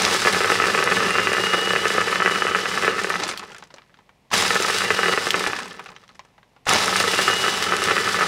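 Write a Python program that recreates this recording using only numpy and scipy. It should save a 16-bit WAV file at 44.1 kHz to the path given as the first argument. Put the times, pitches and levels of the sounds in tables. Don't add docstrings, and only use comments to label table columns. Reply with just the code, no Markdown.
import sys
import numpy as np
from scipy import signal
from scipy.fft import rfft, irfft
from scipy.io import wavfile
from scipy.ndimage import uniform_filter1d

SR = 44100
rng = np.random.default_rng(int(sys.argv[2]) if len(sys.argv) > 2 else 0)


def inscribe(sig):
    pcm = np.round(np.clip(np.atleast_2d(sig).T, -1, 1) * 32767)
    wavfile.write(sys.argv[1], SR, pcm.astype(np.int16))


N = 364866
TIME_S = np.arange(N) / SR

# f/Hz, relative density/dB
HUSH_SPECTRUM = [(15, -40.5), (25, -23), (101, -11), (131, -8.5), (278, -14.5), (309, -20.5), (354, -16),
                 (1000, -17.5), (1460, -30.5), (1960, -22.5), (2240, -23.5), (13500, -44), (15000, -50)]
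HUSH_RMS_DB, MAINS_HZ, MAINS_PEAK_DB = -61.5, 51, -72.5
# f/Hz, t60/s
ROOM_T60 = [(150, 0.24), (1000, 0.12), (4000, 0.14), (12000, 0.12)]
BAND_LIMIT_HZ = 15800

# coarse ice/dB, fine ice/dB, slush/dB, whine/dB
PRESSES = [(-0.07, 2.87, 0.41, 32.5, 3, 0.5, 1, 0), (4.306, 5.13, 0.36, 27, 1.5, 0, 0, -3.5),
           (6.656, 8.4, .4, 30, 1.5, 0.7, 1.5, 1)]
# t/s, f/Hz
SHAFT_SPEED = [
    [(0, 158), (.66, 172.5), (.8, 178), (1.1, 185.2), (1.25, 187), (1.55, 192.8), (1.95, 196.5),
     (2.22, 198.6), (2.34, 195), (2.85, 201.8)],
    [(4.35, 150), (4.7, 172), (4.87, 185.5), (4.95, 190.5), (5.06, 193.7)],
    [(6.7, 150), (7.0, 174), (7.18, 185.5), (7.28, 190.7), (7.38, 193.8), (7.62, 198), (8.27, 199.5)],
]
BITE_S, COAST_S = 0.035, 0.55

# multiple of shaft speed, relative level/dB
MOTOR_TONES = [(1, -12), (2, -3), (15, 0), (16, -6), (17, -13)]
# f/Hz, gain/dB
HOUSING_GAIN = [(200, -23), (2400, -25.5), (2690, -15), (2750, -7), (2782, 2.5), (2815, -2), (2860, 2),
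                (2900, 4), (2935, -1.5), (2960, -5), (2985, -8), (3030, -9), (3080, -11), (3180, -9),
                (3240, -14), (3400, -12), (6000, -15)]
WHINE_DB, REF_SPEED_HZ = -30, 191.9
WHINE_DB_PER_HZ, WHINE_FADE_DB_PER_S = 0.02, 200

# base level/dB, surge at the bite/dB, surge time constant/s,
# drift as ice gets finer/(dB/s), drop at collapse/dB
GRIND_LAYER = (-26, -6.5, 0.66, -2.13, 7)
SLOSH_LAYER = (-32, 12, 0.18, -1.42, 1.5)
SPRAY_LAYER = (-28.5, 5, 0.41, -2, 9)
# delay/s, spread/s, extra slosh level/dB
WALL_SLAP = (0.33, 0.13, 7.6)
SAG_DB_PER_S, COLLAPSE_S = 10.5, 0.27
# start f/Hz, fall rate/(Hz/s), rise/s, width/Hz, level re slosh/dB
SLUMP_GURGLE = (469.5, 430, 0.9, 127.5, -3.5)

# f/Hz, width/Hz, relative level/dB
BASE_MODES = [(188.6, 100, -12), (228, 46, -8.5), (393, 35, 7), (424, 34, -12.5), (444.6, 47, 9),
              (521, 21, -1.5)]
WALL_MODES = [(786, 12, -12.5), (963, 27, -29), (1202, 29, -7), (1288, 115, 2), (1499, 70, -1.5),
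              (1737, 80, 1), (1970, 32, -1), (2120, 51, -39.5)]
EDGE_MODES = [(2240, 1300, 0), (2450, 220, 4), (2600, 330, -1), (2680, 180, -14.5)]
TABLE_MODES = [(103.4, 7.5, 1.5), (120, 8.3, 1.5), (190, 15, 5.5), (217.8, 15, 1.5), (265, 14, -2)]
# f/Hz, width/Hz, relative level/dB
RIM_MODES = [(2745, 150, -3.5), (3407, 120, 2.5), (3795, 82, 2.5), (4500, 180, -1.5), (4840, 100, -3.5),
             (7420, 200, -16.5)]
# f/Hz, relative density/dB
SLOSH_SPECTRUM = [(25, -32.5), (55, -28.5), (82, -29), (100, -5.5), (145, -13), (190, -6.5), (290, -12.5),
                  (500, -5.5), (900, 0.5), (1500, -9), (2500, -6), (3200, -8.5), (6000, -12.5),
                  (15000, -55.5)]
SPRAY_SPECTRUM = [(300, -20.5), (1500, 2.5), (2600, 0.5), (3150, 0), (4200, -1), (5200, -1), (6200, -5.5),
                  (8000, -6.5), (10000, -12), (13000, -23), (15500, -34)]
SNAP_SPECTRUM = [(300, -18), (1500, -2), (3000, 0.5), (5500, 2), (8000, 0), (10500, -3), (15500, -19.5)]
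# multiple of its pitch, relative density/dB
CLACK_SPECTRUM = [(.15, -20.5), (.45, -13.5), (.8, -6), (1, 0.5), (1.25, -7.5), (2, -8.5), (4, -19),
                  (10, -44)]

# t/s, snap level/dB, snap top f/Hz, clack level/dB, clack f/Hz, crumble time constant/s
CRACKS_AND_CLICKS = [(0.0204, -23.0, 9100, -33.0, 550.0, 0.0018),
                     (0.0506, -19, 6500.0, -29, 1250.0, 0.0015), (0.1415, -27, 8900, -30.0, 3200.0, 0.0012),
                     (0.2189, -31, 9600, -22, 1440, 0.0012), (0.3285, -37, 14300, -27, 2000.0, 0.0012),
                     (0.84, -28, 13700, -26, 550.0, 0.0022), (3.0354, -30.5, 9000.0, -33, 550.0, 0.007),
                     (3.0952, -31, 14000.0, -44, 1050.0, 0.0088), (3.2348, -23, 6400, -27.5, 750.0, 0.0081),
                     (3.2778, -33, 14000.0, -35.0, 900.0, 0.008),
                     (3.2897, -28.0, 9000.0, -25.0, 1250.0, 0.013),
                     (3.313, -39, 6500.0, -30, 2000.0, 0.0018), (3.337, -37, 4000.0, -35, 1040, 0.0036),
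                     (3.375, -32, 5000.0, -35, 3200.0, 0.0012), (3.395, -37.0, 9000.0, -33, 1250.0, 0.0012),
                     (3.429, -51, 6500.0, -35, 900.0, 0.008), (3.504, -58, 14000.0, -42, 900.0, 0.0034),
                     (3.519, -48, 6500.0, -43, 1450.0, 0.0012), (3.531, -53.0, 9000.0, -52, 750.0, 0.0012),
                     (3.5467, -48, 9000.0, -38.5, 900.0, 0.0019), (3.5645, -58, 4000, -43, 1700, 0.002),
                     (3.583, -45, 11000, -51, 1250, 0.0029), (3.6249, -49.0, 5000.0, -38.5, 880, 0.0012),
                     (3.6383, -51.0, 9000.0, -50, 2000.0, 0.0014),
                     (3.673, -62.0, 14000.0, -74.0, 3200.0, 0.0012),
                     (3.7038, -52, 4000.0, -49, 900.0, 0.008), (3.7405, -45, 6500.0, -43.0, 550.0, 0.0031),
                     (3.762, -58, 9000.0, -51, 900.0, 0.002), (3.7833, -51.0, 4000.0, -44, 1050.0, 0.0012),
                     (3.8196, -58, 4000.0, -53, 1050.0, 0.0012), (3.9421, -55, 4000.0, -54, 1450.0, 0.0022),
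                     (3.972, -58, 4000.0, -74, 1250.0, 0.0014), (3.9892, -67, 6500.0, -50.5, 905, 0.0012),
                     (4.0925, -67, 6500.0, -49.5, 900.0, 0.0019), (4.3042, -50, 6500, -49, 1240, 0.004),
                     (4.3145, -50, 6500, -27.5, 1040, 0.007), (4.3323, -32, 9000, -21, 1240, 0.004),
                     (4.338, -39, 9000.0, -19.5, 2800.0, 0.007), (4.379, -26, 14000.0, -31, 750.0, 0.0012),
                     (4.4234, -24, 9000.0, -22, 1050.0, 0.0018), (4.5452, -29, 9000.0, -30, 3200.0, 0.008),
                     (4.6236, -24, 9000.0, -35, 1050.0, 0.0017), (5.306, -19, 3970, -22, 2880, 0.00061),
                     (5.3943, -38, 14000.0, -26, 2400.0, 0.0019),
                     (5.44, -37.0, 14000.0, -39.0, 2000.0, 0.0012), (5.45, -39, 14000.0, -34, 750.0, 0.008),
                     (5.4727, -32.0, 14000.0, -25.5, 910, 0.0018), (5.564, -46, 6500, -27.5, 1700, 0.004),
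                     (5.5888, -37, 9000.0, -27, 1070, 0.008), (5.6026, -51, 9000.0, -34.0, 1700.0, 0.008),
                     (5.6318, -36.5, 6500.0, -43, 900.0, 0.0013),
                     (5.645, -56.0, 14000.0, -45, 2400.0, 0.008),
                     (5.6566, -43, 9000.0, -35.0, 1050.0, 0.0043),
                     (5.681, -45, 14000.0, -45, 1050.0, 0.0026), (5.7107, -41, 4920, -44, 1050.0, 0.0012),
                     (5.741, -54, 4000.0, -44.0, 1250.0, 0.0012),
                     (5.762, -63, 14000.0, -66.0, 750.0, 0.0029), (5.794, -45.0, 4000.0, -33, 910, 0.0044),
                     (5.8402, -54, 14000.0, -67.0, 2400.0, 0.0035), (5.86, -57, 5000, -37, 1280, 0.005),
                     (5.8893, -56, 4000.0, -42, 1250.0, 0.0022), (5.903, -54.0, 9000.0, -44, 550.0, 0.0012),
                     (5.918, -62.0, 14000.0, -45, 1050.0, 0.0026),
                     (5.963, -42.5, 4000.0, -48, 1250.0, 0.0028), (6.037, -69, 4000.0, -49, 1250.0, 0.0053),
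                     (6.0791, -55, 6500.0, -63, 2800.0, 0.0015), (6.092, -54, 5000.0, -48, 1250.0, 0.0012),
                     (6.1496, -62, 9000.0, -61, 1700.0, 0.0012),
                     (6.1937, -45.0, 6500.0, -38, 1050.0, 0.0012), (6.25, -61, 8000, -53, 950, 0.004),
                     (6.3804, -70.5, 6500.0, -49, 900.0, 0.0056),
                     (6.4302, -65, 4000.0, -53, 1050.0, 0.0022), (6.5635, -65.0, 5000.0, -51.5, 895, 0.006),
                     (6.655, -46, 9000.0, -46, 1250.0, 0.0068), (6.668, -46, 9000, -22, 740, 0.006),
                     (6.683, -33, 9000, -29, 1250, 0.006), (6.6926, -20, 14000.0, -40, 550.0, 0.0016),
                     (6.735, -22, 13700, -23, 910, 0.0012), (6.858, -26, 14000.0, -40, 2800.0, 0.0024),
                     (7.0004, -24.5, 6500.0, -22.5, 2700, 0.002),
                     (7.1178, -36, 14000.0, -30, 3200.0, 0.0012), (7.6244, -25, 5030, -26, 3200.0, 0.0032),
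                     (7.7663, -28.5, 14000.0, -28, 1448, 0.0012),
                     (7.8394, -26, 14000.0, -28, 2000.0, 0.00097)]
# snap re spray/dB, spread/dB, clack re snap/dB, rise after switch-off/(dB/s)
CHIP_LEVELS = (-7, 4.5, -3.5, 3)
CHIP_TOP_HZ, CHIP_CLACK_HZ, CHIP_CRUMBLE_S = 11000, 2000, 0.0014
# t/s, relative wall level/dB, relative thump re wall/dB, brightness/(dB/octave)
BIG_KNOCKS = [(0.0802, -8.5, -14.0, -13.5), (0.147, -9, -12.0, -7), (0.2501, -4.5, -15, 6),
              (0.2583, -6, -9, 7), (0.2717, 0, -17.5, -7.5), (0.2804, -4, -24, -3), (0.3659, -8, -11, -3),
              (0.4053, -6, -12, 5), (0.4159, -7.5, -28.5, 3), (0.4451, -3.5, -17.0, 4),
              (0.4563, -13, -8, -12.0), (0.501, -3.5, -14, -11), (0.5193, -1.5, -14, 8),
              (0.5548, -5, -21, 4), (0.6004, -2.5, -17, 3), (0.6177, -12, -6, -2), (0.6399, -2.5, -16.5, 5),
              (0.6563, -8.5, -23.5, 7), (0.6829, -7.5, -11, -2), (0.6973, -11.5, -15, -1.0),
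              (0.7488, -2.5, -17.5, 5.5), (0.7765, -5.5, -15, 5), (0.7897, -5.5, -26, 12.5),
              (0.8021, -14, -6, -7.0), (0.8262, -4, -20, -2), (0.8624, -14.5, -9, 0),
              (0.8749, -3, -16.5, 2), (0.89, -10, -12, 4), (0.9139, -7, -14, 6.0), (0.9212, -1.5, -18, 10),
              (0.9325, -12, -23, 7), (0.9693, -8, -31, 5), (1.0043, -5, -25, -4), (1.0516, -14, -22, -2),
              (1.0828, -12, -9, 5), (1.1066, -5.5, -18.5, 9), (1.1537, -5.5, -15, -1),
              (1.1605, -9.5, -21, 11), (1.1843, -2, -18, 6), (1.195, -7, -17.5, 3), (1.2716, -1, -22, 8.0),
              (1.2901, -15, -10, 4), (1.3174, -7.5, -11.5, 3), (1.3333, -6, -15, 12.0),
              (1.3494, -8, -32, -3), (1.3825, -4.5, -24, -21), (1.3964, -15, -3, -1), (1.4375, -7, -14, 2),
              (1.4684, -6, -20, 0), (1.535, -4, -12.5, -2), (1.5433, -3.5, -14.0, -1),
              (1.5722, -20, -13.0, -8), (1.6227, -11, -12, -5), (1.6735, -9, -10, 4),
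              (1.7062, -5, -15.5, -2.0), (1.7344, -7.5, -11, 0), (1.7532, -7.5, -23, -6),
              (1.761, -3, -14, 12.0), (1.8546, -3.5, -12.5, 9), (1.8683, -7.5, -19, 7.0),
              (1.9034, -7, -15, 3.5), (1.9485, -14, -3, -2), (1.9632, -11, -21, -12.0),
              (1.9812, -4.5, -9.5, -4), (2.0152, -5, -20, 5.0), (2.0804, -11, -22, 8),
              (2.0824, -13, -18, 12.0), (2.0979, -13.5, -18, -3), (2.1266, -5.5, -29, 6.0),
              (2.1577, -5, -26, 6.0), (2.2023, -4.5, -18.0, -7), (2.2209, -3, -27, -3),
              (2.2495, -12, -8, -11), (2.26, 0, -18, 9), (2.277, -4, -17.0, -3), (2.2969, -9, -38, -1.0),
              (2.3105, -12, -10, 0), (2.3584, -7.5, -21, 13), (2.4212, -3, -18.5, -5),
              (2.4507, -9.5, -8.0, -8), (2.4681, -5.5, -27, 8), (2.5184, -11, -19, 2.0),
              (2.5485, -1.5, -22, 3), (2.5594, -8.5, -11.0, -1.0), (2.6569, -6, -20, 1),
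              (2.7147, -11, -29, -1.0), (2.769, -15, -15, 4.0), (2.7757, -7, -24, -2.0),
              (2.8249, -7.5, -14, 3.0), (2.8349, -8.5, -11.0, -5.0), (2.8465, -5, -16.0, 8),
              (2.8664, -15.5, -14, 5.0), (2.8788, -1.5, -13, 3), (2.8907, -16, -14, -4),
              (2.9451, -16, -15.0, -7), (2.9824, -9.5, -23.0, -11), (3.0449, -7, -15, 1),
              (3.0902, -23, -8, -12.0), (3.102, -4.5, -22, 0), (3.1407, -9, -22, -2.0),
              (3.1562, -8.5, -28, -4.0), (4.3305, -10.5, -18.5, 11), (4.3397, -9, -13, 11),
              (4.3511, -19, -22.5, 2), (4.4515, -8, -23.0, 18), (4.4628, -11.5, -19, 10),
              (4.5061, -2, -18, 8), (4.5395, -12.5, -14, -3), (4.5554, -5.5, -13, 6), (4.5628, -5, -26, 0),
              (4.6006, -14, -6, -1.0), (4.6475, -8.5, -18, -6), (4.6837, -9.5, -16, -9.0),
              (4.8071, -9, -24, -5.5), (4.8193, -7.5, -28, -1), (4.9047, 0, -16, 9),
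              (4.9902, -5, -12.5, -5), (5.0321, -2.5, -21.5, 3), (5.0591, -6, -17, 3),
              (5.0828, -6, -16, 13), (5.0935, -10, -8, -6), (5.1274, -9, -20, -7), (5.1367, -6, -15.0, -3),
              (5.1759, -3.5, -13.0, 1), (5.2691, -8.5, -10, -1), (5.3429, -3, -17.0, 7),
              (5.4063, -11.5, -14, -6.0), (5.4644, -6, -22.0, 14), (5.5326, -8, -24, 8),
              (6.6698, -21, -14, -11), (6.6814, -19, -24.0, -2), (6.6866, -7.5, -30, 2.0),
              (6.7095, -5.5, -35, -12.0), (6.8804, -6.5, -22.0, -9), (6.9273, -8, -16, -16),
              (6.9583, -5, -33.0, 3), (7.003, -5.5, -14.5, -11), (7.0398, -8.5, -11, -16),
              (7.074, -14, -8, -10), (7.1351, -9, -11, 3), (7.1416, -11, -17.0, -11), (7.1575, -12, -24, 1),
              (7.1895, -4.5, -13.5, -11), (7.2046, -10.0, -21, -7), (7.2795, 0, -23, -7),
              (7.3, -8, -13, -4), (7.3314, -9, -27.0, 3), (7.4398, -8, -18, -4), (7.4619, -7.5, -14, -8.0),
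              (7.4815, -4.5, -22, 2), (7.6244, -10.5, -32.0, 7.0), (7.6659, -10, -16, -1),
              (7.7222, -3, -20, -9), (7.7363, -5.5, -20, -2), (7.8195, -9, -16, -14),
              (7.8741, -10, -12, -9.0), (7.8857, -5.5, -22, -2), (7.8979, -10, -15, 4),
              (7.9072, -8.5, -16, -5), (7.9144, -6.5, -12, 3), (7.9665, -6, -20.5, 1), (7.9801, -4, -27, 8),
              (8.0763, -7, -30, -16), (8.0898, -16, -23, -7), (8.1447, -6, -36, -5),
              (8.1894, -8, -18.0, -1), (8.2094, -4, -16.0, -14), (8.2214, -8, -18, -8),
              (8.2298, -8, -29.0, -16)]
# relative wall level/dB, spread/dB, relative thump re wall/dB, thump spread/dB
SMALL_KNOCK_LEVELS = (-16.5, 6.5, -21.5, 3.5)


def amp(db):
    return 10 ** (np.asarray(db) / 20)


def evened(x):
    return x / np.sqrt(np.mean(x ** 2) + 1e-20)


def read(points, hz):
    f, value = np.transpose(points)
    return np.interp(np.log(hz + 1), np.log(f + 1), value)


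def curves(rows):
    s, *columns = np.transpose(rows)
    return [np.interp(TIME_S, s, column) for column in columns]


def add(mix, s, sound):
    part = mix[max(round(s * SR), 0):][:len(sound)]
    part += sound[:len(part)]


def noise():
    return rng.standard_normal(N)


def wander(hz, size=16384):
    f = np.arange(size // 2 + 1) * SR / N
    slow = irfft(rfft(rng.standard_normal(size)) / (1 + (f / hz) ** 4))
    return np.interp(TIME_S, np.linspace(0, N / SR, size), evened(slow))


def colour(points, ripple_db=0, size=4096):
    hz = np.fft.rfftfreq(size, 1 / SR)
    ripple = evened(uniform_filter1d(rng.standard_normal(len(hz)), size=6))
    log_gain = np.log(amp(read(points, hz) + ripple_db * ripple))
    mirrored = np.r_[log_gain, log_gain[-2:0:-1]]
    return np.fft.ifft(np.exp(np.conj(signal.hilbert(mirrored)))).real


def through(x, response):
    return evened(signal.oaconvolve(x, response)[:N])


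def ring(modes, scatter_db=0, detune=0, size=1500):
    hz, width, db = np.transpose(modes)[:, :, None]
    weight, shift = rng.standard_normal((2, len(modes), 1))
    t = np.arange(size) / SR
    decay = np.exp(-np.pi * width * t)
    tone = np.cos(2 * np.pi * hz * (1 + detune * shift) * t)
    response = (width * amp(db + scatter_db * weight) * decay * tone).sum(0)
    highpass = signal.butter(1, hz.min() / 2, "high", fs=SR, output="sos")
    return signal.sosfilt(highpass, response)


def blow(x):
    return x * np.sqrt(SR / 100 / np.sum(x ** 2))


def contact(x, hz, order=2):
    lowpass = signal.butter(order, min(hz, SR / 2.1), fs=SR, output="sos")
    return signal.sosfilt(lowpass, x)


def scattered(count):
    return ((np.arange(count) + rng.random(count)) * N / count).astype(int)


def room_hush():
    return amp(HUSH_RMS_DB) * through(noise(), colour(HUSH_SPECTRUM, size=8192))


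def mains_hum():
    return amp(MAINS_PEAK_DB) * np.sin(2 * np.pi * MAINS_HZ * TIME_S)


def kitchen(x, size=16384):
    hz, t, z = signal.stft(rng.standard_normal(size), SR, nperseg=256)
    decay = amp(-60 * t / read(ROOM_T60, hz)[:, None])
    tail = signal.istft(z * decay, SR, nperseg=256)[1]
    tail *= np.minimum(np.arange(len(tail)) / SR / 0.0034, 1) ** 2
    return signal.fftconvolve(x, tail / np.linalg.norm(tail))[:N]


def presses():
    rows = np.array(PRESSES)
    current = np.maximum(np.searchsorted(rows[:, 0], TIME_S) - 1, 0)
    on, off, *rest = rows[current].T
    return np.maximum(TIME_S - on, 0), np.maximum(TIME_S - off, 0), *rest


def shaft():
    speed_hz = np.zeros(N)
    for (on, off, *_), curve in zip(PRESSES, SHAFT_SPEED):
        coasting = np.exp(-np.maximum(TIME_S - off, 0) / COAST_S)
        speed_hz = np.where(TIME_S >= on, curves(curve)[0] * coasting, speed_hz)
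    return speed_hz


def motor(speed_hz, turns, flutter_db=1.8):
    age_s, idle_s, *_, press_db = presses()
    speed_db = WHINE_DB_PER_HZ * (speed_hz - REF_SPEED_HZ)
    whine_db = WHINE_DB + press_db + speed_db - WHINE_FADE_DB_PER_S * idle_s
    out = np.zeros(N)
    for multiple, db in MOTOR_TONES:
        housing_db = read(HOUSING_GAIN, multiple * speed_hz)
        level_db = whine_db + db + housing_db + flutter_db * wander(hz=45)
        out += amp(level_db) * np.sin(2 * np.pi * multiple * turns)
    return out * np.minimum(age_s / BITE_S, 1)


def work(swell_db=1.45, lumpy_db=2.0):
    age_s, idle_s, hold_s, settle_db_per_s, coarse_db, fine_db, slush_db, _ = presses()
    fallen_s = np.maximum(idle_s - hold_s, 0)
    collapse = np.minimum(fallen_s / COLLAPSE_S, 1)
    bite_db = 40 * np.log10(np.clip(age_s / BITE_S, .01, 1))
    heaps_db = lumpy_db * collapse * wander(hz=22)
    swirl_db = bite_db + heaps_db - SAG_DB_PER_S * idle_s - settle_db_per_s * fallen_s
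    levels = []
    for db, surge_db, surge_s, drift_db_per_s, drop_db in (GRIND_LAYER, SLOSH_LAYER, SPRAY_LAYER):
        surge = surge_db * np.exp(-age_s / surge_s)
        change = surge + drift_db_per_s * age_s - drop_db * collapse
        levels.append(swirl_db + db + change + swell_db * wander(hz=9.8))
    grind_db, slosh_db, spray_db = levels
    delay_s, spread_s, slap_db = WALL_SLAP
    slap = slap_db * np.exp(-((idle_s - delay_s) / spread_s) ** 2)
    return grind_db + coarse_db, slosh_db + slush_db + slap, spray_db + fine_db


def slump(slosh_db):
    start_hz, fall_hz_per_s, rise_s, width_hz, db = SLUMP_GURGLE
    idle_s = presses()[1]
    hz = np.maximum(start_hz - fall_hz_per_s * idle_s, BASE_MODES[0][0])
    carrier = np.exp(2j * np.pi * np.cumsum(hz) / SR)
    band = contact(noise() + 1j * noise(), hz=width_hz / 2)
    gurgle = evened((carrier * band).real)
    return amp(slosh_db + db) * np.minimum(idle_s / rise_s, 1) * gurgle


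def grains(full_per_s, spread_db, wash, busy):
    size = amp(spread_db * np.minimum(rng.exponential(1, N), 4)) * rng.choice([-1, 1], N)
    clicks = size * (rng.random(N) < full_per_s * busy / SR) / np.sqrt(busy)
    return evened(evened(clicks) + wash * np.sqrt(busy) * noise())


def slush(speed_hz, turns, grind_db, slosh_db, spray_db):
    busy = np.clip(speed_hz / REF_SPEED_HZ, .2, 1) ** 1.3
    clumps = wander(hz=58.6) / busy ** 0.15
    sweep = 1 + 0.062 * np.cos(2 * np.pi * turns)
    rattle = grains(450, spread_db=1.6, wash=.2, busy=busy) * sweep * amp(2 * clumps)
    liquid = grains(1500, spread_db=2.0, wash=0.53, busy=busy) * amp(1.5 * clumps)
    fines_db = 0.9 * clumps + 0.54 * wander(hz=150)
    fines = grains(2000, spread_db=2.5, wash=0.75, busy=busy) * sweep * amp(fines_db)

    jar = blow(ring(WALL_MODES)) + amp(-4) * blow(ring(BASE_MODES)) + amp(-9) * blow(ring(EDGE_MODES))
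    grinding = amp(grind_db + 0.5) * through(rattle, contact(jar, hz=2660, order=4))
    shaking = through(noise(), contact(ring(TABLE_MODES, size=8192), hz=360))
    table = amp(-14) * np.hypot(amp(grind_db), amp(slosh_db)) * busy ** 0.17 * shaking
    sloshing = amp(slosh_db) * through(liquid, colour(SLOSH_SPECTRUM))
    spraying = amp(spray_db - 0.1) * through(fines, colour(SPRAY_SPECTRUM, ripple_db=1.1))
    rim = amp(spray_db - 7) * through(liquid, ring(RIM_MODES))
    return grinding + table + sloshing + spraying + rim


def chips(spray_db, count=90):
    db, spread_db, clack_db, clear_db_per_s = CHIP_LEVELS
    at = scattered(count)
    snap, clack, pitch = spread_db * np.clip(rng.standard_normal((count, 3)), -2, 2).T
    level_db = spray_db[at] + db + snap + clear_db_per_s * presses()[1][at]
    return [(s, snap_db, CHIP_TOP_HZ, snap_db + clack_db + extra_db, CHIP_CLACK_HZ * ratio, CHIP_CRUMBLE_S)
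            for s, snap_db, extra_db, ratio in zip(at / SR, level_db, clack, amp(pitch))]


def cracks_and_clicks(rows, crumble=1.0, scrape=0.15, scrape_s=0.0088):
    out, t = np.zeros(N), np.arange(1024) / SR
    for s, snap_db, top_hz, clack_db, clack_hz, crumble_s in rows:
        split = (t == 0) + crumble * rng.standard_normal(len(t)) * np.exp(-t / crumble_s)
        touch = (t == 0) + scrape * rng.standard_normal(len(t)) * np.exp(-t / scrape_s)
        snap = signal.fftconvolve(split, colour(SNAP_SPECTRUM, ripple_db=2, size=1024))
        pitched = [(k * clack_hz, db) for k, db in CLACK_SPECTRUM]
        clack = signal.fftconvolve(touch, colour(pitched, ripple_db=1.5, size=1024))
        add(out, s, amp(snap_db) * blow(contact(snap, hz=top_hz, order=4)))
        add(out, s, amp(clack_db) * blow(clack))
    return out


def tumble(rebound, rebound_s, count=5, size=600):
    place, strength = rng.random((2, count))
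    at = ((.1 + .9 * place) * size).astype(int)
    push = np.zeros(size)
    push[at] = rebound * strength * np.exp(-at / SR / rebound_s)
    push[0] = 1
    return push


def small_knocks(grind_db, count=130):
    db, spread_db, thump_db, thump_spread_db = SMALL_KNOCK_LEVELS
    at = scattered(count)
    size, thump, tilt = np.clip(rng.standard_normal((count, 3)), -2, 2).T
    level_db = db + grind_db[at] - GRIND_LAYER[0] + spread_db * size
    return list(zip(at / SR, level_db, thump_db + thump_spread_db * thump, spread_db * tilt))


def knocks(rows, wall_db=-12, thump_db=-5, edge_db=-19, edge_follows=.6, wall_hz=1500, lag_s=.0012):
    out = np.zeros(N)
    for s, db, thump, tilt in rows:
        push = -tumble(rebound=.8, rebound_s=0.008)
        modes = [(hz, width, mode_db + tilt * np.log2(hz / wall_hz)) for hz, width, mode_db in WALL_MODES]
        wall = blow(ring(modes, scatter_db=2, detune=.02))
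        edge = blow(ring(EDGE_MODES, scatter_db=2, detune=.025))
        jar = wall + amp(edge_db - wall_db + edge_follows * tilt) * edge
        base = blow(contact(ring(BASE_MODES, scatter_db=2.5, detune=.035), hz=900))
        add(out, s, amp(db + wall_db) * blow(signal.fftconvolve(push, jar)))
        add(out, s + lag_s, amp(db + thump + thump_db) * base)
    return contact(out, hz=2616, order=6)


def scene(room_db=-14, side_db=-29):
    speed_hz = shaft()
    grind_db, slosh_db, spray_db = work()
    jolt = .003 * amp(2 * (grind_db - GRIND_LAYER[0]))
    turns = np.cumsum(speed_hz * (1 + jolt * wander(hz=40.5))) / SR
    blender = motor(speed_hz, turns) + slump(slosh_db)
    blender += slush(speed_hz, turns, grind_db, slosh_db, spray_db)
    blender += cracks_and_clicks(chips(spray_db) + list(CRACKS_AND_CLICKS))
    blender += knocks(small_knocks(grind_db) + list(BIG_KNOCKS))
    mid = blender + amp(room_db) * kitchen(blender) + room_hush() + mains_hum()
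    side = amp(side_db) * kitchen(blender)
    return np.array([mid + side, mid - side])


def record(dry):
    rounded = dry / (1 + (dry / .95) ** 8) ** (1 / 8)
    lowpass = signal.firwin(511, BAND_LIMIT_HZ, window=("kaiser", 9), fs=SR)
    return signal.oaconvolve(rounded, lowpass[None], "same")


dry = scene()
out = record(dry)
inscribe(out)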